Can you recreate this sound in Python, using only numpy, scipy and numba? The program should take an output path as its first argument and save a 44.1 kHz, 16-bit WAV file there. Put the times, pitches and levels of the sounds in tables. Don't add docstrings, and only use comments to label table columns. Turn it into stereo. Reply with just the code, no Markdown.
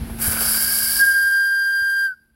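import sys
import numpy as np
from scipy import signal
from scipy.fft import rfft, irfft
from scipy.io import wavfile
from scipy.ndimage import uniform_filter1d, minimum_filter1d
from numba import njit

SR = 44100
rng = np.random.default_rng(int(sys.argv[2]) if len(sys.argv) > 2 else 0)


def pcm_store(signal):
    levels = np.round(np.clip(np.atleast_2d(signal), -1, 1) * 32767)
    wavfile.write(sys.argv[1], SR, levels.astype(np.int16).T)


N = 103635

# time in seconds, level in dB.
NOTE_LEVEL = [(.975, -31), (.997, -6), (1.012, -0.5), (1.026, 10), (1.055, 4), (1.075, 7.5), (1.11, 10.5),
              (1.4, 16.5), (2.06, 20), (2.12, 9.5), (2.14, -0.5), (2.16, -51)]
# time in seconds, pitch in Hz.
PIPE_PITCH = [(.2, 1546), (.42, 1535), (.7, 1595), (1.02, 1618), (1.15, 1598), (1.45, 1596), (2.055, 1592),
              (2.09, 1543), (2.12, 1505), (2.15, 1436)]
# multiple, level in dB, left minus right in dB, settled flutter as a share.
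NOTE_HARMONICS = [(1, -2.5, 11.5, 0.057), (2, -34, 19.5, 0.17), (3, -20, 9.5, 0.26), (4, -48, -15.5, 0.27),
                  (5, -42, -13, 0.46)]
# time in seconds, left level in dB, width in Hz.
BREATHY_RING = [(0, -50, 250), (.17, -48, 250), (.22, -28.5, 221), (.5, -22.5, 169), (.78, -17, 70.7),
                (.98, -12.5, 50), (1.4, -16, 70), (2.06, -15.5, 70.8), (2.15, -31, 70), (2.35, -60, 69)]
# centre in Hz, width in Hz, level in dB.
UPPER_RESONANCES = [(4720, 240, 1), (5254, 220, -5)]
# time in seconds, level in dB.
UPPER_SWELL = [(.17, -65), (.22, -38.5), (.39, -37), (.45, -26), (.98, -17), (1.4, -15.5), (2.06, -32.5),
               (2.13, -38), (2.35, -64)]
# time in seconds, level in dB.
JET_LEVEL = [(0, -42), (.18, -37), (.222, -12.5), (.285, -13), (.38, -15.5), (.45, -9), (.98, -1),
             (1.2, 0.5), (1.4, 1), (2.06, 2), (2.1, -12), (2.15, -28), (2.35, -35)]
# frequency in Hz, left in dB, right in dB.
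JET_COLOUR = [(100, -35, -22.5), (300, -35.5, -36.5), (745, -23, -24), (1310, -16, -29.5),
              (1960, -41.5, -43), (2152, -12, -27.5), (2570, -33, -27.5), (3050, -20.5, -21),
              (3556, -23.5, -35.5), (3907, -15.5, -22), (4900, -20, -26), (5300, -23, -20),
              (6320, -27.5, -20.5), (7690, -30.5, -11), (8720, -14, -16), (9700, -18.5, -2.5),
              (9900, -17.5, -1.5), (11400, -18.5, -2.5), (12730, -13.5, -2), (13500, -26.5, -15.5),
              (15470, -31, -7.5)]
# time in seconds, level in dB.
WET_STEAM_LEVEL = [(.178, -63), (.188, -28.5), (.27, -30.5), (.33, -29), (.6, -30), (1.0, -37.5),
                   (1.25, -62.5), (2.02, -54.5), (2.07, -28), (2.12, -29), (2.17, -53.5)]
# frequency in Hz, left in dB, right in dB.
WET_STEAM_COLOUR = [(100, -9, -15), (350, -3.5, -7.5), (756, 0, -4), (1100, -4, -12), (1500, 6.5, -10.5),
                    (1900, -6.5, -24), (2280, 4, -2), (3500, -6.5, -9), (7000, -14.5, -24.5),
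                    (16000, -26, -33.5)]
# time in seconds, level in dB.
VALVE_LEAK_LEVEL = [(0, -54), (.2, -50), (2.35, -47.5)]
# level in dB, t60 in seconds,
# delay in seconds.
YARD_ECHOES = [(-29.5, 0.5, 0.004), (-40.5, 0.83, 0.044)]
# frequency in Hz, left in dB, right in dB.
RUMBLE_COLOUR = [(20.25, -20, -17.5), (42, 5, -11), (78.6, -3.5, -3.5), (159, -5.5, -10),
                 (250, -12.5, -17.5), (330, -16, -15), (600, -23.5, -30), (736, -20.5, -25),
                 (1040, -23, -38), (2330, -26.5, -39), (4860, -32, -44), (8000, -50.5, -49),
                 (16000, -52.5, -55)]
# time in seconds, level in dB.
RUMBLE_SWELL = [(0, -30.5), (.25, -31.5), (.5, -34), (.95, -31.5), (1.5, -28), (2.35, -26.5)]
# start in seconds, level in dB, pitch in Hz, rise and decay constant in seconds.
SOFT_BUMPS = [(.003, -18.5, 69.4, 0.013), (.108, -23, 73, 0.0072), (.276, -13, 83.5, 0.0061),
              (0.636, -27, 70.2, .018), (.92, -24.5, 58, 0.034), (1.232, -14.5, 74.4, .012),
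              (1.813, -0.5, 84, 0.0061)]

JITTER_HZ, JITTER_RATE_HZ, FLUTTER_RATE_HZ = 2.28, 125, 61
UNSTEADY_SHARE, SETTLE_S = 2.5, 0.23
FULL_PRESSURE_HZ, OVERTONE_LOSS_DB_PER_HZ = 1592, 0.3
BREATHY_PAN_DB, UPPER_PAN_DB = 9.5, 4
JET_LIKENESS, RUMBLE_LIKENESS = 0.78, 0.96
JET_FLICKER_DB, JET_FLICKER_RATE_HZ, SPIT_DB, SPIT_RATE_HZ = 0.93, 36, 1, 550
SPLUTTER_ROUGH_DB, SPLUTTER_RATE_HZ = 4.5, 78
LEAK_HZ, LEAK_WIDTH_HZ, LEAK_PAN_DB = 10880, 940, -13.5
PIPE_LAG_S, JET_LAG_S = 0.00017, 0.000354
ECHO_BRIGHT_HZ, ECHO_BRIGHT_WIDTH_HZ, ECHO_BRIGHT_DB = 4200, 1100, 8
HUM_HZ, HUM_DB, HUM_WAVER_DB, HUM_DRIFT_HZ = 227, -36, 0.5, 1.2
BUMP_PAN_DB, BUMP_NOISE_SHARE, BUMP_NOISE_HZ = 6.5, 0.26, 120
SCUFF_S, SCUFF_DB, SCUFF_HZ, SCUFF_WIDTH_S = 0.102, -37.5, 625, 0.0079
GAIN_THRESHOLD, GAIN_FALL_DB_PER_S = 0.31, 646.0
LIMITER_CEILING, TOP_HZ = 0.97, 15800


def undb(db):
    return 10 ** (np.asarray(db) / 20)


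def curve(table, axis=1):
    rows = np.array(table, float)
    return np.interp(np.arange(N) / SR, rows[:, 0], rows[:, axis])


def unit(x):
    return x / np.std(x)


def pan(db):
    return undb(np.array([[db], [-db]]) / 2)


def walk(rate_hz):
    f_hz = np.fft.rfftfreq(N, 1 / SR)
    spectrum = rfft(rng.standard_normal(N))
    return unit(irfft(spectrum / (1 + (2 * f_hz / rate_hz) ** 2), N))


def coloured(table, likeness):
    rows = np.array(table, float)
    f_hz = np.fft.rfftfreq(N, 1 / SR) + 1
    common = np.sqrt(likeness) * rng.standard_normal(N)
    noise = common + np.sqrt(1 - likeness) * rng.standard_normal((2, N))
    gains = undb([np.interp(np.log(f_hz), np.log(rows[:, 0]), side_db) for side_db in rows.T[1:]])
    out = irfft(rfft(noise) * gains, N)
    return out / out.std(axis=1).max()


@njit
def resonate(x, hz, width_hz):
    y, band, low = np.empty(len(x)), 0., 0.
    for i in range(len(x)):
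        g = np.tan(np.pi * hz[i] / SR)
        damping = width_hz[i] / hz[i]
        v = (band + g * (x[i] - low)) / (1 + g * (g + damping))
        band = 2 * v - band
        low += 2 * g * v
        y[i] = damping * v
    return y


def ring(hz, width_hz):
    hz, width_hz = hz * np.ones(N), width_hz * np.ones(N)
    noise = rng.standard_normal(N) / np.sqrt(width_hz)
    return unit(resonate(resonate(noise, hz, width_hz), hz, 3 * width_hz))


def note():
    pitch_hz, level_db = curve(PIPE_PITCH), curve(NOTE_LEVEL)
    age_s = np.maximum(np.arange(N) / SR - NOTE_LEVEL[1][0], 0)
    wobble = 1 + UNSTEADY_SHARE * np.exp(-age_s / SETTLE_S)
    jitter_hz = JITTER_HZ * wobble * walk(JITTER_RATE_HZ)
    phase = 2 * np.pi * np.cumsum(pitch_hz + jitter_hz) / SR
    sag_hz = np.maximum(FULL_PRESSURE_HZ - pitch_hz, 0)
    overtone_gain = undb(-OVERTONE_LOSS_DB_PER_HZ * sag_hz) / wobble
    out = 0
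    for k, (multiple, db, pan_db, flutter) in enumerate(NOTE_HARMONICS):
        shake = 1 + flutter * wobble * (walk(FLUTTER_RATE_HZ) + 1j * walk(FLUTTER_RATE_HZ))
        tone = np.real(shake * np.exp(1j * multiple * phase))
        size = undb(db) * (overtone_gain if k else 1)
        out = out + size * pan(pan_db) * tone
    sounding = level_db > max(NOTE_LEVEL[0][1], NOTE_LEVEL[-1][1])
    return np.sqrt(2) * out * undb(level_db) * sounding


def breathy_pipe():
    first = ring(curve(PIPE_PITCH), curve(BREATHY_RING, axis=2))
    first = first * undb(curve(BREATHY_RING) - BREATHY_PAN_DB / 2)
    upper = sum(undb(db) * ring(hz, width_hz) for hz, width_hz, db in UPPER_RESONANCES)
    upper = upper * undb(curve(UPPER_SWELL))
    return first * pan(BREATHY_PAN_DB) + upper * pan(UPPER_PAN_DB)


def jet():
    flicker_db = JET_FLICKER_DB * walk(JET_FLICKER_RATE_HZ) + SPIT_DB * walk(SPIT_RATE_HZ)
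    return coloured(JET_COLOUR, JET_LIKENESS) * undb(curve(JET_LEVEL) + flicker_db)


def splutter():
    rough_db = SPLUTTER_ROUGH_DB * walk(SPLUTTER_RATE_HZ)
    return coloured(WET_STEAM_COLOUR, JET_LIKENESS) * undb(curve(WET_STEAM_LEVEL) + rough_db)


def leak():
    return ring(LEAK_HZ, LEAK_WIDTH_HZ) * undb(curve(VALVE_LEAK_LEVEL)) * pan(LEAK_PAN_DB)


def ports(x, lag_s):
    f_hz = np.fft.rfftfreq(N, 1 / SR)
    late = irfft(rfft(x[0]) * np.exp(-2j * np.pi * f_hz * lag_s), N)
    return np.array([late, x[1]])


def yard(x):
    t_s = np.arange(SR) / SR
    response = 0
    for db, t60_s, delay_s in YARD_ECHOES:
        tail = rng.standard_normal((2, SR)) * undb(-60 * t_s / t60_s) * (t_s > delay_s)
        energy = np.sum(tail ** 2, axis=1, keepdims=True)
        response = response + undb(db) * tail / np.sqrt(energy)
    hz, width_hz = ECHO_BRIGHT_HZ * np.ones(N), ECHO_BRIGHT_WIDTH_HZ * np.ones(N)
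    bright = np.array([resonate(side, hz, width_hz) for side in x])
    return signal.fftconvolve(x + undb(ECHO_BRIGHT_DB) * bright, response, axes=1)[:, :N]


def bumps():
    t_s, out = np.arange(N) / SR, 0
    band_hz = np.full(N, 1. * BUMP_NOISE_HZ)
    noise = resonate(rng.standard_normal(N), band_hz, band_hz)
    rustle = BUMP_NOISE_SHARE * unit(resonate(noise, band_hz, 2 * band_hz))
    for start_s, db, hz, decay_s in SOFT_BUMPS:
        age_s = np.maximum(t_s - start_s, 0)
        swell = age_s / decay_s * np.exp(1 - age_s / decay_s)
        out = out + undb(db) * swell * (np.sin(2 * np.pi * hz * age_s) + rustle) / 2
    return out * pan(BUMP_PAN_DB)


def scuff():
    swell = np.exp(-((np.arange(N) / SR - SCUFF_S) / SCUFF_WIDTH_S) ** 2)
    return undb(SCUFF_DB) * swell * ring(SCUFF_HZ, SCUFF_HZ) * pan(BUMP_PAN_DB)


def engine():
    phase = 2 * np.pi * np.cumsum(HUM_HZ + HUM_DRIFT_HZ * walk(20)) / SR
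    hum = np.sqrt(2) * np.sin(phase) * undb(HUM_DB + HUM_WAVER_DB * walk(29))
    rumble = coloured(RUMBLE_COLOUR, RUMBLE_LIKENESS) * undb(curve(RUMBLE_SWELL))
    return hum + rumble


def scene():
    whistle = ports(jet() + leak(), JET_LAG_S)
    whistle = whistle + ports(splutter() + breathy_pipe() + note(), PIPE_LAG_S)
    return whistle + yard(whistle) + engine() + bumps() + scuff()


@njit
def turn_down(peak, threshold, fall_db_per_s):
    gain, g = np.empty(len(peak)), 1.
    for i in range(len(peak)):
        excess = max(peak[i] * g - threshold, 0.)
        g *= 10 ** (-fall_db_per_s * excess / SR / 20)
        gain[i] = g
    return gain


def record(dry):
    out = dry * turn_down(np.abs(dry).max(axis=0), GAIN_THRESHOLD, GAIN_FALL_DB_PER_S)
    headroom = LIMITER_CEILING / np.maximum(np.abs(out).max(axis=0), LIMITER_CEILING)
    out = out * uniform_filter1d(minimum_filter1d(headroom, size=300), size=300)
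    low_pass = signal.ellip(10, .2, 80, TOP_HZ, fs=SR, output="sos")
    return signal.sosfilt(low_pass, out)


dry = scene()
out = record(dry)
pcm_store(out)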